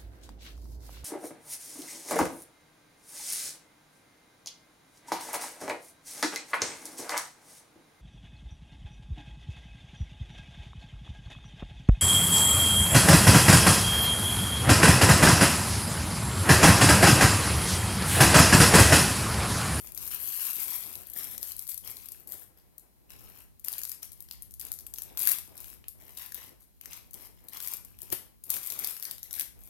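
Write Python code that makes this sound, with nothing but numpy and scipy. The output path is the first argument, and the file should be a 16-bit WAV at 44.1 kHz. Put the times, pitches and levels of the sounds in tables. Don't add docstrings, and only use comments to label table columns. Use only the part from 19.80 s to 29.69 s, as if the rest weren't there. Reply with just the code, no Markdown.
import sys
import numpy as np
from scipy import signal
from scipy.fft import rfft, irfft, next_fast_len
from scipy.io import wavfile
from scipy.ndimage import uniform_filter1d, map_coordinates

SR = 44100
rng = np.random.default_rng(int(sys.argv[2]) if len(sys.argv) > 2 else 0)


def master_out(mix):
    frames = np.transpose(np.atleast_2d(mix))
    ceiling = np.clip(frames, -1, 1)
    pcm = np.round(ceiling * 32767).astype(np.int16)
    wavfile.write(sys.argv[1], SR, pcm)


N = 436149

# (pitch_hz, relative level_db)
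CREASE_COLOUR = [(300, -77.5), (1500, -54.5), (4000, -22), (5500, -21), (7800, -14), (8800, -11),
                 (11000, -6), (12400, 2.5), (13100, -5), (13700, -3), (14600, -10), (16000, -10.5)]
# (pitch_hz, relative level_db)
SLIDE_COLOUR = [(150, -11.5), (550, -13.5), (950, -0.5), (1400, -4), (2000, 0.5), (3300, 0.5), (4300, -5),
                (5400, -1), (7500, -11), (10000, -30), (16000, -43)]
# (pitch_hz, relative level_db)
HAIR_COLOUR = [(30, -43), (80, 9), (180, 1.5), (350, 4), (550, -0.5), (900, -3), (1400, -12.5), (2200, -12),
               (6000, -39)]


def amp(db):
    return 10 ** (np.asarray(db) / 20)


def unit(x):
    return x / np.sqrt(np.mean(x ** 2) + 1e-20)


def read_curve(points, hz):
    point_hz, value = np.transpose(points)
    return np.interp(np.log(hz + 1), np.log(point_hz), value)


def filtered(x, response):
    size = next_fast_len(N + SR // 2)
    hz = np.fft.rfftfreq(size, 1 / SR)
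    return irfft(rfft(x, size) * response(hz), size)[..., :N]


def noise(colour, alike):
    turn = np.arccos(np.clip(alike, -1, 1)) / 2
    mid, side = filtered(rng.standard_normal((2, N)), lambda hz: amp(read_curve(colour, hz)))
    left = np.cos(turn) * mid + np.sin(turn) * side
    right = np.cos(turn) * mid - np.sin(turn) * side
    return unit(np.array([left, right]))


def wobble(count):
    points = rng.standard_normal(N * count // SR + 4)
    return map_coordinates(points, [np.arange(N) * count / SR])


def gestures(start_s, length_s, level_db, attack_share, release_s):
    power = np.full(N, 1e-10)
    for start, held, level in zip(start_s, length_s, level_db):
        first = max(int(start * SR), 0)
        last = min(int((start + held + 6 * release_s) * SR), N)
        span = np.arange(first, last)
        t = span / SR - start
        build_up = np.clip(t / (attack_share * held), 0, 1)
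        let_go = np.exp(-np.maximum(t - held, 0) / release_s)
        power[span] += (amp(level) * build_up * let_go) ** 2
    return 10 * np.log10(power)


def placed(start_s, gain, ticks):
    first = np.round(start_s * SR).astype(int)[:, None]
    index = np.maximum(first + np.arange(ticks.shape[2]), 0).ravel()
    sides = ticks.swapaxes(0, 1)
    return np.array([np.bincount(index, (gain[:, None] * side).ravel(), N)[:N] for side in sides])


def creases(count, colour, burst_s, flutter_db, ring_db, fold_hz=None):
    size = 640
    t, hz = np.arange(size) / SR, np.fft.rfftfreq(size, 1 / SR)
    echo_s, echo_db = 0.0012, -5
    click = np.exp(-t / 0.0003)
    echo = amp(echo_db) * np.exp(-((t - echo_s) / (burst_s / 2)) ** 2)
    flutter = amp(flutter_db - 60 * t / 0.042)
    shape = click + echo + flutter
    facets = signal.resample(rng.standard_normal((count, 1, 28)), len(hz), axis=2)
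    colour_db = read_curve(colour, hz) + ring_db * facets
    if fold_hz is not None:
        fold_ring_db, half_width_hz = 6, 650
        distance = (hz - fold_hz[:, None, None]) / half_width_hz
        colour_db = colour_db + fold_ring_db / (1 + distance ** 2)
    causal = np.r_[1, np.full(size // 2 - 1, 2), 1, np.zeros(size // 2 - 1)]
    cepstrum = irfft(np.log(amp(colour_db))) * causal
    bursts = rng.standard_normal((count, 2, size)) * shape
    ticks = irfft(rfft(bursts) * np.exp(rfft(cepstrum)))
    return ticks / np.sqrt(np.sum(ticks ** 2, axis=2, keepdims=True))


def swarm(level_db, rate, spread_db, colour, burst_s, ring_db):
    due = np.cumsum(rate) / SR
    count = int(due[-1])
    chance = rng.random((count, 2))
    turn = np.minimum(np.arange(count) + 2 * chance[:, 0], count - 1)
    at = np.searchsorted(due, turn)
    size_db = spread_db * np.minimum(-np.log(1 - chance[:, 1]), 3)
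    gain = amp(level_db[at]) * unit(amp(size_db)) * np.sqrt(SR / rate[at])
    ticks = creases(count, colour, burst_s, flutter_db=-22, ring_db=ring_db)
    return placed(at / SR, gain, ticks)


def background():
    # (time_s, level_db before a small random wobble)
    rumble_levels = [(0, -56), (0.2, -51), (0.75, -60.5), (1.15, -58.5), (1.5, -54.5), (2.1, -58),
                     (2.5, -60.5), (2.8, -69), (3.15, -68), (3.4, -53.5), (3.8, -62.5), (4.4, -56),
                     (5.3, -56), (5.9, -56), (6.1, -60.5), (6.5, -57.5), (6.88, -64.5), (7.2, -57.5),
                     (7.8, -58.5), (8.2, -55), (8.55, -60.5), (8.9, -65), (9.89, -53.5)]
    # (pitch_hz, relative level_db)
    rumble_colour = [(20, -40.5), (33, -23), (42, -2), (55, 5), (80, -2), (140, -8), (250, -16),
                     (400, -21.5), (700, -59.5), (2000, -83.5), (8000, -60.5)]
    # (pitch_hz, relative level_db)
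    hiss_colour = [(200, 13.5), (1000, -4), (2000, -18), (7000, -17), (10500, -1), (12400, 3.5),
                   (14000, -2), (16000, -13)]
    time_s, level_db = np.transpose(rumble_levels)
    rumble_db = np.interp(np.arange(N) / SR, time_s, level_db)
    rumble = noise(rumble_colour, alike=-0.85)
    swelling = amp(rumble_db + 1.5 * wobble(count=9)) * rumble
    return swelling + amp(-68.5) * noise(hiss_colour, alike=0)


def circuits():
    # (pitch_hz, left level_db, right level_db), as rms levels
    steady_tones = [(52.5, -81, -67.5), (4130, -87.5, -88), (14000, -85, -75.5)]
    t = np.arange(N) / SR
    side_phase = np.array([[0], [2.45]])
    out = amp(-72) * rng.standard_normal((2, N))
    for hz, left_db, right_db in steady_tones:
        level = amp([[left_db], [right_db]]) * np.sqrt(2)
        out += level * np.sin(2 * np.pi * hz * t + side_phase)
    return out


def brush():
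    # (start_s, length_s, level_db)
    brush_moves = [(-0.05, 0.19, -62.5), (0.17, 0.3, -58.5), (0.497, 0.39, -65.5), (0.753, 0.24, -61),
                   (1.03, 0.15, -58.5), (1.3, 0.34, -59), (2.011, 0.13, -61), (2.286, 0.12, -65.5),
                   (2.451, 0.11, -60), (2.556, 0.27, -70), (2.8, 0.54, -70.5), (3.267, 0.32, -63),
                   (3.829, 0.16, -64.5), (4.133, 0.23, -68), (4.503, 0.16, -71.5), (4.802, 0.1, -64.5),
                   (4.948, 0.23, -67.5), (5.217, .34, -61), (5.659, .15, -61.5), (5.838, 0.13, -66.5),
                   (6.136, 0.19, -61.5), (6.5, 0.22, -63.5), (7.017, 0.23, -66), (7.326, .14, -62.5),
                   (7.6, .17, -62.5), (7.877, 0.21, -67.5), (8.178, 0.25, -62.5), (8.65, 0.14, -60.5),
                   (8.89, 0.16, -58.5), (9.19, 0.14, -64), (9.462, 0.17, -64), (9.714, 0.18, -68)]
    level_db = gestures(*np.transpose(brush_moves), attack_share=0.17, release_s=0.091)
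    grip = amp(3 * wobble(count=60))
    return amp(level_db) * unit(grip * noise(HAIR_COLOUR, alike=-0.13))


def folds(x, depth_db):
    spectrum = signal.stft(x, nperseg=1024)[2]
    field = rng.standard_normal(spectrum.shape[1:])
    field = uniform_filter1d(field, size=7, axis=0)
    field = uniform_filter1d(field, size=4, axis=1)
    gain = unit(amp(depth_db * unit(field)))
    return signal.istft(spectrum * gain, nperseg=1024)[1][:, :N]


def crinkle():
    # (start_s, length_s, crinkling level_db, sliding level_db),
    # both levels before the random give
    tuck_moves = [(-0.02, 0.1, -45, -63), (0.149, 0.13, -40.5, -56), (0.298, 0.061, -36.5, -48),
                  (0.373, 0.22, -35.5, -53.5), (0.577, .13, -33, -48.5), (0.719, 0.24, -34.5, -50),
                  (.945, 0.19, -41, -56.5), (1.15, 0.24, -49.5, -64), (1.349, 0.096, -38, -50.5),
                  (1.456, 0.093, -41, -56), (1.605, 0.099, -41, -55.5), (1.771, 0.057, -45, -66),
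                  (1.884, 0.019, -34, -54), (2.028, 0.093, -43.5, -56), (2.134, 0.12, -48.5, -65),
                  (2.295, 0.11, -53, -67), (2.47, 0.038, -46, -70), (2.509, 0.031, -45.5, -59.5),
                  (2.565, 0.058, -48, -66), (2.764, 0.028, -60, -69.5), (3.287, 0.053, -55.5, -61),
                  (3.338, 0.29, -56, -66), (3.847, 0.14, -44.5, -57), (4.016, 0.12, -48.5, -63),
                  (4.217, 0.028, -43.5, -57), (4.286, 0.2, -64, -76), (4.478, 0.17, -64, -69.5),
                  (4.805, 0.068, -54, -61), (5.137, 0.23, -60, -67), (5.374, 0.16, -36, -47.5),
                  (5.631, 0.13, -61, -68), (5.727, 0.2, -49.5, -62.5), (6.172, 0.2, -57, -66.5),
                  (6.362, .1, -46, -54), (6.522, .15, -49.5, -58), (6.795, 0.023, -55, -75),
                  (7.005, 0.083, -56, -66.5), (7.08, 0.097, -51.5, -59), (7.212, 0.062, -62.5, -74),
                  (7.33, 0.13, -51, -60.5), (7.501, 0.21, -64, -75), (7.714, 0.057, -45.5, -55),
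                  (7.798, 0.14, -40, -53.5), (8.039, 0.12, -63.5, -72.5), (8.176, 0.16, -54.5, -66.5),
                  (8.631, 0.071, -52, -69.5), (8.687, 0.079, -35.5, -53), (8.801, 0.16, -40.5, -55),
                  (8.962, 0.15, -40, -52), (9.119, 0.064, -46.5, -59), (9.21, 0.12, -46, -56.5),
                  (9.42, 0.1, -55.5, -67.5), (9.533, 0.085, -38, -51.5), (9.772, 0.14, -55, -70.5)]
    start_s, length_s, *levels = np.transpose(tuck_moves)
    crinkle_db, slide_db = (
        gestures(start_s, length_s, db, attack_share=0.2, release_s=0.02) for db in levels)
    give = wobble(count=45)
    bright_db = crinkle_db + 1.7 * give
    catch_db = slide_db + 1.2 * give + 1.5 * wobble(count=40)
    bright_rate = 440 * amp(0.55 * np.clip(bright_db + 41.5, -25, 9))
    catch_rate = 380 * amp(0.55 * np.clip(catch_db + 52, -20, 8))
    bright = swarm(bright_db, bright_rate, spread_db=3.8, colour=CREASE_COLOUR, burst_s=0.0008, ring_db=3)
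    catches = swarm(catch_db, catch_rate, spread_db=3.2, colour=SLIDE_COLOUR, burst_s=0.0016, ring_db=6)
    bright += amp(bright_db - 11) * folds(noise(CREASE_COLOUR, alike=0), depth_db=3)
    catches += amp(catch_db - 7) * folds(noise(SLIDE_COLOUR, alike=0), depth_db=3.5)
    return bright + catches


def desk(x):
    delay_s, drift_s, bounce_db = 0.00075, 0.00012, -9
    at = np.arange(N) - SR * (delay_s + drift_s * wobble(count=2))
    bounce = np.array([map_coordinates(side, [at]) for side in x])
    return (x + amp(bounce_db) * bounce) / np.sqrt(1 + amp(bounce_db) ** 2)


def bedroom(x, wet_db):
    # (pitch_hz, time to fall by 60 dB in s)
    room_decay = [(200, 0.11), (1500, 0.39), (5000, 0.36), (12000, 0.31), (16000, 0.063)]
    step = SR // 8
    out = np.zeros((2, N + SR))
    for start in range(0, N, step):
        hz, t, spectrum = signal.stft(rng.standard_normal((2, 2, SR // 2)), SR, nperseg=256)
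        build_up = 1 - np.exp(-t / 0.005)
        decay = amp(-60 * t / read_curve(room_decay, hz)[:, None])
        tail = signal.istft(spectrum * decay * build_up, SR, nperseg=256)[1]
        tail = tail / np.linalg.norm(tail[0])
        piece = x[None, :, start:start + step]
        answer = signal.fftconvolve(piece, tail, axes=2).sum(axis=1)
        out[:, start:start + answer.shape[1]] += answer
    return amp(wet_db) * out[:, :N]


def snaps():
    # (start_s, crack level_db,
    # fold body level_db relative to the crack, fold pitch_hz)
    snap_events = [(0.072, -35.5, -5.5, 6800), (0.1202, -33, -19, 1300), (0.148, -29.5, -19, 7100),
                   (0.176, -24.5, -9, 5600), (0.346, -22, -18.5, 2700), (0.4755, -31.5, -7, 2100),
                   (0.5249, -29, -10, 2299), (0.5652, -30.5, -21, 3000), (0.6067, -26.5, -26, 2700),
                   (0.6295, -29.5, -29, 2500), (0.6507, -26, -24, 2600), (0.6673, -23, -25, 2700),
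                   (0.732, -23.5, -27.5, 2600), (0.803, -26.5, -37.0, 1300), (0.8322, -21.5, -24, 2307),
                   (1.036, -35.5, -6, 1500), (1.0673, -32.5, -32, 3002), (1.0769, -38, -24, 3000),
                   (1.1545, -29, -11, 3800), (1.27, -34.5, -28, 7500), (1.2996, -30, -27, 5490),
                   (1.3347, -30, -23, 1302), (1.5794, -25.5, -11.5, 6200), (1.6291, -21.5, -12, 5070),
                   (1.6768, -34.5, -16, 5195), (1.7192, -27, -10.5, 5270), (1.7655, -28.5, -34.5, 1801),
                   (1.7927, -24.5, -23, 6240), (1.8689, -33, -11, 6810), (1.8767, -29.5, -33, 7300),
                   (1.89, -26.5, -18, 5196), (1.894, -26, -18, 7800), (1.918, -29, -11.5, 5300),
                   (1.944, -27, -18, 5990), (1.9769, -24.5, -16, 5910), (2.0751, -30, -6.5, 5206),
                   (2.0992, -32, -20, 1302), (2.169, -33.5, -7, 4900), (2.2579, -35.5, -13.5, 6760),
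                   (2.2865, -30, -13.5, 5100), (2.3194, -29, -30.0, 7640), (2.4737, -33, -25, 5196),
                   (2.5211, -26, -35, 7470), (2.5926, -45, -26, 5505), (2.981, -34, -41, 1398),
                   (3.3044, -40, -4, 1305), (3.7962, -40.5, -32.5, 7780), (3.843, -38.5, -12, 2996),
                   (3.847, -24, -18, 1599), (3.8839, -19, -14, 1700), (3.9279, -24, -16.0, 5363),
                   (3.9363, -29.5, -6, 3990), (3.9822, -24, -15, 7800), (3.991, -29.5, -8, 2312),
                   (4.0164, -31, -4, 7700), (4.0342, -24, -9, 5594), (4.0518, -24.5, -15, 1502),
                   (4.0945, -26, -16, 1498), (4.1174, -24.5, -12, 7034), (4.23, -28.5, -6, 7030),
                   (4.3185, -35, -14, 7850), (4.3313, -37.5, -20, 6000), (4.405, -30, -40, 2585),
                   (4.4872, -44, -5, 3317), (4.5113, -30.5, -3, 4000), (4.5331, -38, -18, 1894),
                   (4.6223, -29.5, -34, 5720), (4.709, -38.5, -18, 5920), (4.7393, -34, -23, 6430),
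                   (4.7966, -27.5, -18, 5760), (4.8024, -34.5, -13.5, 3000), (4.8124, -27.5, -14, 4300),
                   (4.8265, -40, -10, 2400), (4.8512, -28.5, -21, 5540), (4.8848, -39, -7.5, 6310),
                   (4.918, -21, -15, 7890), (4.9885, -32.5, -8, 5940), (5.008, -37, -14, 3300),
                   (5.0666, -29.5, -15, 2405), (5.1381, -26, -13.5, 6010), (5.1593, -38.5, -4, 2600),
                   (5.1765, -36, -16, 3800), (5.1845, -26.5, -9.5, 2494), (5.22, -24.5, -16, 7810),
                   (5.3734, -23, -7, 2010), (5.379, -26, -24, 2504), (5.3923, -19.5, -28, 1699),
                   (5.402, -23, -9, 7824), (5.413, -20, -22, 3590), (5.4205, -18.5, -30.5, 2903),
                   (5.4309, -17.5, -34, 2093), (5.454, -19, -27, 4776), (5.4726, -8.5, -15, 1900),
                   (5.4896, -13, -14, 4700), (5.4945, -15, -22, 2800), (5.5136, -19, -11.5, 1900),
                   (5.5175, -12.5, -19, 2800), (5.5853, -25.5, -10.5, 7314), (5.7775, -35, -10, 5497),
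                   (5.8038, -32, -19, 1296), (5.8433, -37.5, -4, 2986), (5.9002, -38, -18, 5510),
                   (6.0825, -26.5, -21, 7770), (6.3733, -30, -7.5, 3805), (6.3855, -33, -17, 4196),
                   (6.521, -31.5, -8, 1401), (6.545, -24.5, -21, 7770), (7.012, -35.5, -8.5, 1790),
                   (7.0573, -33, -4.5, 1800), (7.132, -33, -2, 5640), (7.309, -41, -17.0, 7810),
                   (7.333, -34, -20, 1800), (7.3417, -28.5, -17, 5376), (7.685, -32.0, -11.5, 3700),
                   (7.7338, -32, -13, 3003), (7.771, -29, -12, 1295), (7.8025, -28, -6, 1807),
                   (7.8243, -30.5, -19, 2314), (7.847, -38.5, 0, 2404), (7.8744, -22, -14, 1994),
                   (7.9365, -21.5, -20, 3312), (8.0487, -34, -24, 1309), (8.1883, -38.5, -12.0, 2905),
                   (8.218, -27.5, -25, 5590), (8.3022, -34, -7, 7600), (8.3266, -19, -14, 2280),
                   (8.6385, -31.5, -32, 7840), (8.7031, -14, -18, 7320), (8.7149, -25, -16, 1299),
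                   (8.7405, -22.5, -12, 1692), (8.7658, -26, -11, 1700), (8.863, -26, -25, 1288),
                   (8.872, -24, -28, 1400), (8.902, -23, -8.5, 5205), (8.9214, -26, -7, 1400),
                   (8.9906, -22, -17, 7070), (9.039, -26.5, -7, 1700), (9.0453, -20.5, -6.5, 6017),
                   (9.0726, -20, -17, 1597), (9.1664, -30.5, -11, 1714), (9.1981, -31.5, -15, 5067),
                   (9.2254, -25.5, -9.5, 4980), (9.233, -29, -12, 5700), (9.2521, -24.5, -7.5, 5135),
                   (9.311, -23.5, -9, 3110), (9.3819, -36.5, -7, 3490), (9.4305, -28.0, -9, 5984),
                   (9.5094, -33.5, -4, 6030), (9.5295, -22.5, -23.0, 4796), (9.5397, -30, -5.5, 5254),
                   (9.5964, -17, -17, 2685), (9.6094, -25.5, -3.5, 2880)]
    # (pitch_hz, relative level_db)
    fold_colour = [(200, -21.5), (700, -4.5), (1500, 1), (3200, 2.5), (4200, 8), (5800, 9.5), (8000, 6),
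                   (16000, -18)]
    crack_s = 0.0019
    after_wait_s, after_db = 0.0048, -8
    start_s, level_db, body_db, fold_hz = np.transpose(snap_events)
    count = len(start_s)
    crack = creases(count, CREASE_COLOUR, burst_s=crack_s, flutter_db=-20, ring_db=1.5)
    body = creases(count, fold_colour, burst_s=0.0024, flutter_db=-18, ring_db=3, fold_hz=fold_hz)
    gain = amp(level_db) * np.sqrt(SR * crack_s / 2)
    cracks = placed(start_s, gain, crack)
    waits = np.cumsum(rng.exponential(after_wait_s, (count, 2)), axis=1)
    for late_s in start_s + waits.T:
        wrinkle = creases(count, CREASE_COLOUR, burst_s=0.001, flutter_db=-22, ring_db=4)
        cracks += placed(late_s, gain * amp(after_db), wrinkle)
    return cracks, placed(start_s, gain * amp(body_db), body)


def taps():
    # (start_s, level_db, pitch_hz)
    tap_events = [(4.865, -51, 1402), (6.041, -39.5, 2850), (8.767, -29, 1680)]
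    start_s, level_db, pitch_hz = np.transpose(tap_events)
    t = np.arange(SR // 50) / SR
    jitter = 0.43 * np.cumsum(rng.standard_normal((len(start_s), 2, len(t))), axis=2)
    phase = 2 * np.pi * pitch_hz[:, None, None] * t + jitter
    shape = amp(-60 * t / 0.011) * (1 - np.exp(-t / 0.00053))
    return placed(start_s, amp(level_db), np.sin(phase) * shape)


def hem():
    # (start_s, level_db)
    slap_contacts = [(8.3257, -34.5), (8.3281, -37.5)]
    # (pitch_hz, relative level_db, time to fall by 60 dB in s)
    hem_ringing = [(155, -4, 0.055), (373, 9, 0.036), (537, 12, 0.022), (732, -6, 0.018), (896, -4, 0.017),
                   (1610, -11, 0.023), (2180, -20, 0.011)]
    t = np.arange(SR // 4) / SR
    ring = sum(amp(db - 60 * t / t60) * np.sin(2 * np.pi * hz * t) for hz, db, t60 in hem_ringing)
    ring = ring * (1 - np.exp(-t / 0.0013))
    slap = np.zeros(N)
    for start_s, level_db in slap_contacts:
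        slap[round(start_s * SR):][:len(t)] += amp(level_db) * ring
    since = np.arange(N) / SR - slap_contacts[0][0]
    gathers = amp(-60 * np.maximum(since / 0.064, -since / 0.025))
    crisp = amp(-23.5) * noise(CREASE_COLOUR, alike=0)
    sliding = amp(-37) * noise(SLIDE_COLOUR, alike=0)
    thud_level = amp(-36.5 - 60 * np.maximum(since / 0.079, -since / 0.012))
    thud = thud_level * noise(HAIR_COLOUR, alike=0)
    late_left = np.roll(slap, SR // 1000)
    return np.array([late_left, slap]) + thud, gathers * (crisp + sliding)


def scene():
    slap, crunch = hem()
    rustle = desk(crinkle()) + taps() + brush() + crunch
    cracks, bodies = snaps()
    to_walls = rustle + amp(-2.5) * cracks + amp(-2.5) * bodies + amp(-15) * slap
    room = bedroom(to_walls, wet_db=-5.3)
    return rustle + cracks + bodies + slap + room + background()


def record(dry):
    # (pitch_hz, left minus right level_db)
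    side_balance = [(100, .5), (350, 3), (650, -1), (1200, 8), (2000, 5), (3200, 0), (3750, .5), (4100, 6),
                    (4600, 0), (7500, .5), (8800, 7), (9900, 11), (11000, 21), (12400, 25), (13300, 25),
                    (14200, 19), (15500, 19)]
    low_hz, top_hz = 30, 15850

    def colour(hz):
        ratio = amp(read_curve(side_balance, hz))
        return np.array([ratio, np.ones_like(ratio)]) * np.sqrt(2 / (1 + ratio ** 2))

    def band(hz):
        low_cut = hz ** 4 / (hz ** 4 + low_hz ** 4)
        return low_cut * (hz < top_hz)

    return filtered(filtered(dry, colour) + circuits(), band)


dry = scene()
out = record(dry)
master_out(out)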